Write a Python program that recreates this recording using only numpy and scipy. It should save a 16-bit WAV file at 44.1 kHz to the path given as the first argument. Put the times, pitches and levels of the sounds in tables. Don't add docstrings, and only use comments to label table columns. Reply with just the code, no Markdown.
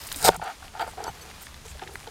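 import sys
import numpy as np
from scipy import signal
from scipy.io import wavfile

SR = 44100
rng = np.random.default_rng(int(sys.argv[2]) if len(sys.argv) > 2 else 0)


def makeup_ratio(level_db):
    decades = np.asarray(level_db, float) / 20
    return 10 ** decades


def put_to_file(sound):
    columns = np.atleast_2d(sound).T
    safe = np.clip(columns, -1, 1)
    whole_steps = np.round(safe * 32767)
    wavfile.write(sys.argv[1], SR, whole_steps.astype(np.int16))


N = 92610


def rms_one(x):
    return x / np.sqrt(np.mean(x ** 2) + 1e-20)


def gain_of(rows, fade_s=0.0021):
    s, db = np.transpose(rows)
    s = np.sort(s)
    times = np.r_[s[0] - fade_s, s, s[-1] + fade_s]
    levels = np.r_[db[0] - 25, db, db[-1] - 25]
    return makeup_ratio(np.interp(np.arange(N) / SR, times, levels, left=-110, right=-110))


def drift(rate):
    r = np.exp(-80 * np.pi * rate / SR)
    noise = rng.standard_normal(N // 40 + 2002)
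    slow = signal.lfilter([1], [1, -2 * r, r * r], noise)[2000:]
    return np.interp(np.arange(N) / 40, np.arange(len(slow)), rms_one(slow))


def bandpass(x, low_hz, high_hz, order=1):
    return signal.lfilter(*signal.butter(order, [low_hz, high_hz], "band", fs=SR), x)


def ring(x, hz, t60):
    r, w = makeup_ratio(-60 / (t60 * SR)), 2 * np.pi * hz / SR
    return signal.lfilter([0, np.sin(w)], [1, -2 * r * np.cos(w), r * r], x + 1e-18)


def body(x, modes):
    return sum((-1) ** k * makeup_ratio(db) * ring(x, hz, t60) for k, (hz, db, t60) in enumerate(modes))


def grains(rate, spread_db):
    sizes = makeup_ratio(spread_db * np.minimum(rng.exponential(1, N), 4)) * rng.choice([-1, 1], N)
    return sizes * (rng.random(N) < rate / SR)


def banded(spectrum, source, patchy_db, rate):
    hz, db = np.transpose(spectrum)
    edges = 20 * 2 ** np.arange(0, 9.9, .5)
    out, together = 0, drift(rate)
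    for k, (low, high) in enumerate(zip(edges, edges[1:])):
        level_db = np.interp(np.log(low * high) / 2, np.log(hz), db, left=-70, right=-70)
        sos = signal.butter(2, [low, high], "band", fs=SR, output="sos")
        band = signal.sosfilt(sos, source[k % 2])
        flicker_db = patchy_db * (.5 * together + drift(rate))
        out = out + makeup_ratio(level_db + flicker_db) * band
    return rms_one(out)


def clicks(events, cycles, tail_s, crack_db, partner, floor_hz, tail_cycles=np.inf):
    contact_lag_s = .001
    out, t = np.zeros(N + 3000), np.arange(900) / SR
    for (s, db, hz), noise in zip(events, rng.standard_normal((len(events), 900))):
        decay_s = min(tail_s, tail_cycles / hz)
        burst = np.r_[noise * np.exp(-t / decay_s) * .5, np.zeros(2100)]
        burst[0] = 1.1
        hz = min(hz, 12000)
        sound = ring(burst, hz, cycles / hz) + 0.3 * ring(burst, partner * hz, cycles / hz)
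        sound = bandpass(sound, floor_hz * hz, min(1.7 * hz, 19000), order=2)
        crack = makeup_ratio(crack_db) * bandpass(burst, 1500, 5000, order=2)
        start = int((s + contact_lag_s) * SR)
        out[start:start + 3000] += makeup_ratio(db) * (sound / np.abs(sound).max() + 0) + makeup_ratio(db) * crack
    return out[:N]


# [t/s, level/dB]
CRUSH_FORCE = [
    (0, -49),
    (.15, -48),
    (.205, -42),
    (.2415, -30),
    (.244, -20),
    (.288, -20),
    (.293, -35),
    (.36, -79),
    (.372, -53),
]
# [f/Hz, level/dB, t60/s]
STALK_MODES = [(2400, -13, 0.0027), (3930, -11, 0.0065), (5000, -6.5, 0.0037), (6830, -9, 0.0032),
               (8250, -4, 0.0023), (9340, -6, 0.0028), (11000, -11.5, 0.0018), (13500, -6.5, 0.0016)]


def crush():
    force = gain_of(CRUSH_FORCE)
    cracks = grains(5000, spread_db=3.6)
    groan = ring(cracks, 170, .09)
    thud = ring(force * cracks, 170, .09) / np.std(groan)
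    return force * rms_one(body(cracks, STALK_MODES)) + makeup_ratio(-17) * thud


# [t/s, peak level/dB, f/Hz]
FIBRE_CRACKS = [(.0338, -32.5, 4830), (.0372, -29.5, 12000), (.052, -33, 6000), (.0737, -24.5, 9000),
                (.087, -27.5, 3000), (.102, -36, 3800), (.1151, -24, 5550), (.119, -23, 9000),
                (.1251, -16, 9450), (.144, -24.5, 4200), (.163, -25, 9000), (.170, -26, 9000),
                (.174, -27, 8600), (.1795, -30, 8800), (.187, -29, 9000), (.1945, -33, 9000),
                (.2109, -23.5, 8500), (.2169, -24, 8340), (.226, -17, 9000), (.2324, -20, 4520),
                (.238, -37, 4500), (.2428, -19, 9600), (.2468, -18, 9210), (.2503, -19, 6500),
                (.2535, -11, 4600), (.257, -10.5, 4750), (.2635, -24, 5000), (.2857, -9, 3930),
                (.794, -35, 9000), (1.3117, -34, 2600), (1.6589, -38, 2910), (1.6818, -33, 2660),
                (1.826, -36, 3700), (1.8689, -37, 2400), (1.8739, -29.5, 2020), (1.89, -45, 4300),
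                (1.9365, -37, 9000), (1.9557, -31.5, 4160), (1.9557, -33, 9150), (2.0011, -37, 2400),
                (2.001, -36, 4800), (2.008, -37, 2500), (2.016, -43, 3800), (2.029, -36, 2400),
                (2.044, -37, 2200), (2.0745, -32, 4000), (.2895, -10.5, 4200), (1.0395, -28.5, 8800)]


def fibres():
    return clicks(FIBRE_CRACKS, cycles=6, tail_s=.0009, crack_db=-33, partner=1.44, floor_hz=0.47)


# [f/Hz, level/dB, t60/s]
BOARD_STRUCK_MODES = [(100, -14, .08), (172, -10, .09), (430, -5.5, .032), (600, -4, .022), (720, 1, .02),
                      (860, -11, .015)]


def chop():
    land_s, soft_hz, peak_db = .29055, 750, 1
    push = np.zeros(N)
    push[int(land_s * SR)] = -1
    push = bandpass(push, .5 * soft_hz, 2 * soft_hz)
    out = sum(makeup_ratio(db) * ring(push, hz, t60) for hz, db, t60 in BOARD_STRUCK_MODES)
    return makeup_ratio(peak_db) * out / np.abs(out).max()


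# [t/s, length/s, level at start/dB, level at end/dB, hollow tone level/dB]
DRAG_STROKES = [(0.2, 0.0517, -40, -24, -2), (0.2474, 0.043, -26, -11.5, -1),
                (0.317, 0.042, -34, -29.5, -7), (0.415, 0.02, -27.5, -37.5, -28),
                (0.437, 0.029, -38, -30.5, -5), (0.469, 0.052, -27, -39, -22), (0.62, 0.083, -45, -62, -9),
                (0.735, 0.046, -43, -35.5, -7.5), (0.793, 0.032, -28, -23.5, -5),
                (0.826, 0.022, -33, -35.5, 2), (0.863, 0.031, -36, -40, -0.5),
                (0.973, 0.06, -38, -37.5, 8.5), (1.04, 0.058, -35, -37.5, 3), (1.148, 0.17, -56, -54, 7),
                (1.817, 0.026, -33, -42.5, -11), (1.857, 0.089, -47, -54.5, 5.5),
                (2.068, 0.022, -36.5, -56, 4.5)]
# [f/Hz, level/dB, t60/s]
BOARD_RUBBED_MODES = [(663.5, 1, 0.031), (763, 5.5, 0.04), (903.5, 3, 0.038), (1230, -3.5, 0.039),
                      (1410, 5, 0.015), (1860, -2.5, 0.013), (2164, -5.5, 0.019), (3100, 5.5, 0.0018),
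                      (4690, -9.5, 0.019)]


def drag():
    slips = rms_one(grains(1500, spread_db=1))
    slips = slips / np.std(body(slips, BOARD_RUBBED_MODES))
    pressure, hollow_pressure = 0, 0
    for s, length, start_db, end_db, hollow_db in DRAG_STROKES:
        stroke = gain_of([(s, start_db), (s + length, end_db)], fade_s=0.0042)
        pressure = pressure + stroke
        hollow_pressure = hollow_pressure + stroke * makeup_ratio(hollow_db)
    hollow = ring(slips * hollow_pressure, 458.4, 0.053)
    out = body(slips * pressure, BOARD_RUBBED_MODES) + hollow
    return makeup_ratio(-2) * signal.lfilter(*signal.butter(2, 340, "high", fs=SR), out)


# [t/s, peak level/dB, f/Hz]
SKIN_SNAPS = [(0.0154, -32, 4840), (0.0374, -35, 7550), (0.0684, -28, 8900), (0.0767, -36, 9100),
              (0.1171, -22, 4130), (0.1265, -25, 8600), (0.159, -22, 9100), (0.3124, -36, 8600),
              (0.3426, -29, 8400), (0.3626, -24.5, 8600), (0.7938, -28, 3300), (1.039, -24, 5770),
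              (0.436, -37, 8400),
    (0.4408, -34, 8300),
    (1.466, -35, 3870),
    (1.542, -35, 3620),
    (1.714, -36, 2400),
    (1.793, -34, 3500),
    (1.834, -33.5, 3370),
    (1.876, -34, 3650),
    (2.073, -34, 3560),
]


def snaps():
    events = SKIN_SNAPS
    return clicks(events, cycles=7, tail_s=.0026, crack_db=-30.5, partner=1.6, floor_hz=.65)


# [t/s, peak level/dB, f/Hz]
WOOD_TAPS = [(0.115, -26, 1450), (0.395, -29, 830), (0.423, -22.5, 854), (0.626, -34, 1480),
             (0.68, -33.5, 2770), (0.794, -31.5, 800), (0.876, -26.5, 742), (1.066, -23.5, 874),
             (1.077, -21, 915), (1.467, -32.5, 1720), (1.542, -35.5, 1500), (1.663, -46, 660),
             (1.754, -43, 433), (1.793, -40, 1000), (1.89, -37, 810), (1.9545, -23, 1850),
             (2.073, -36, 452)]


def taps():
    return clicks(WOOD_TAPS, cycles=15, tail_s=.002, crack_db=-14, partner=.8, floor_hz=.6, tail_cycles=1.8)


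# [t/s, peak level/dB, f/Hz]
BULB_BUMPS = [(.16, -37, 283), (.218, -31, 1540), (.2435, -11, 776), (.273, -23, 960), (.75, -32, 861),
              (.794, -29, 890), (.933, -38, 770), (.978, -29, 740), (1.002, -26, 820), (1.651, -40, 894),
              (1.655, -42.5, 452), (1.749, -42.5, 600), (1.793, -38, 1570), (1.821, -34.5, 389),
              (1.835, -42, 391), (1.862, -42, 377), (1.885, -40, 395), (2.007, -43.5, 845),
              (2.033, -44, 780), (2.079, -40, 426), (1.915, -47, 400), (1.94, -41, 402), (.37, -36, 167),
              (.25, -21.5, 487), (1.089, -30.5, 810)]


def bumps():
    return clicks(BULB_BUMPS, cycles=20, tail_s=.002, crack_db=-20, partner=2.2, floor_hz=0.78)


# [t/s, length/s, level/dB, tilt/dB per octave]
BLADE_BRUSHES = [
    (1.064, .03, -52, -4),
    (1.21, .025, -55, 0),
]
# [f/Hz, level/dB, t60/s]
BLADE_MODES = [(2980, -7, .05), (4463, 0, .06), (6202, 0, .07), (7950, 3, .04), (10250, -4, .04),
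               (12580, -5, .1), (13360, -6, .03)]


def blade():
    touch = rms_one(grains(3000, spread_db=3.0)) * .12
    out = 0
    for s, length, db, tilt_db in BLADE_BRUSHES:
        modes = [(hz, level_db + tilt_db * np.log2(hz / 6000), t60) for hz, level_db, t60 in BLADE_MODES]
        out = out + body(touch * gain_of([(s, db), (s + length, db - 0.5)]), modes)
    return out


# [t/s, level/dB]
HAND_MOTION = [(0, -46), (.36, -44), (.38, -84), (.43, -48), (.52, -47.5), (.59, -54.5), (.65, -47.5),
               (.71, -58.5), (.8, -49.5), (1.1, -50.5), (1.25, -47.5), (1.5, -50.5), (1.63, -55),
               (1.66, -49), (1.74, -52.5), (1.79, -52), (1.9, -54), (2.1, -51)]
# [f/Hz, level/dB per Hz]
LEAF_SPECTRUM = [(150, -40), (250, -4), (538, -2.5), (875, 1.5), (2570, -3.5), (2910, -3), (4410, -5.5),
                 (13000, -16), (16000, -28)]
# [t/s, length/s, level/dB, f/Hz]
LEAF_BRUSHES = [(0.161, 0.078, -42.5, 8800), (0.811, 0.012, -43.5, 3580), (0.807, 0.016, -48, 7500),
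                (0.808, 0.033, -58, 12200), (0.01, 0.22, -50.5, 13500), (0.874, 0.041, -52, 8700),
                (1.409, 0.056, -51, 8400), (1.418, 0.014, -45.5, 13100), (1.654, 0.014, -49.5, 6960),
                (1.68, 0.038, -49.5, 7450), (1.905, 0.14, -56.5, 8950)]


def leaves():
    rubbing = [grains(3500, 4.2), grains(3500, 4.2)]
    out = gain_of(HAND_MOTION) * banded(LEAF_SPECTRUM, rubbing, patchy_db=.7, rate=20)
    fine = grains(8000, 4.0)
    width_octaves = .35
    for s, length, db, hz in LEAF_BRUSHES:
        edges = np.minimum(hz * 2 ** (width_octaves * np.array([-.5, .5])), .45 * SR)
        hiss = signal.sosfilt(signal.butter(1, edges, "band", fs=SR, output="sos"), fine)
        out = out + gain_of([(s, db), (s + length, db)], fade_s=0.005) * rms_one(hiss)
    return out


# [t/s, level/dB]
WIND_GUSTS = [(0, -50), (.3, -41), (.4, -45.5), (.52, -57.5), (.68, -47.5), (.72, -53), (.99, -46),
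              (1.06, -51.5), (1.1, -40.5), (1.14, -52.5), (1.6, -50.5), (1.76, -44), (1.8, -50),
              (1.95, -47.5), (2.1, -52)]
# [f/Hz, level/dB per Hz]
WIND_SPECTRUM = [(22, -3.5), (45, -8.5), (68, -3), (110, -11.5), (170, -7.5), (260, -45)]


def wind():
    air = rng.standard_normal((2, N))
    return gain_of(WIND_GUSTS) * banded(WIND_SPECTRUM, air, patchy_db=-1.0, rate=5.0)


# [f/Hz, level/dB per Hz]
RIVER_SPECTRUM = [(150, -0.5), (334, -4), (1000, -7), (2500, -8.5), (8000, -10.5), (12000, -20.5),
                  (15500, -17), (18000, -30)]


def river():
    water = rng.standard_normal((2, N))
    return makeup_ratio(-52) * banded(RIVER_SPECTRUM, water, patchy_db=.4, rate=5)


def scene():
    cutting = crush() + fibres() + chop() + drag()
    handling = snaps() + taps() + bumps() + blade() + leaves()
    mono = cutting + handling + wind() + river()
    return np.array([mono, mono])


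def top_cut(x):
    return signal.sosfilt(signal.butter(12, 16240, fs=SR, output="sos"), x)


def record(dry):
    low_pass = signal.cheby2(20, 60, 16400, fs=SR, output="sos")
    x = np.clip(signal.sosfilt(low_pass, dry), -1, 1)
    grit = np.diff(x[0], prepend=0) * rng.standard_normal(N) * 2.5
    presence = 2 * bandpass(x[0], 1200, 6000)
    warmth = .8 * signal.lfilter([.03], [1, -.97], x[0])
    side = makeup_ratio(-36) * (grit + presence + warmth)
    mix = x + side * [[1], [-1]]
    return top_cut(mix)


dry = scene()
out = record(dry)
put_to_file(out)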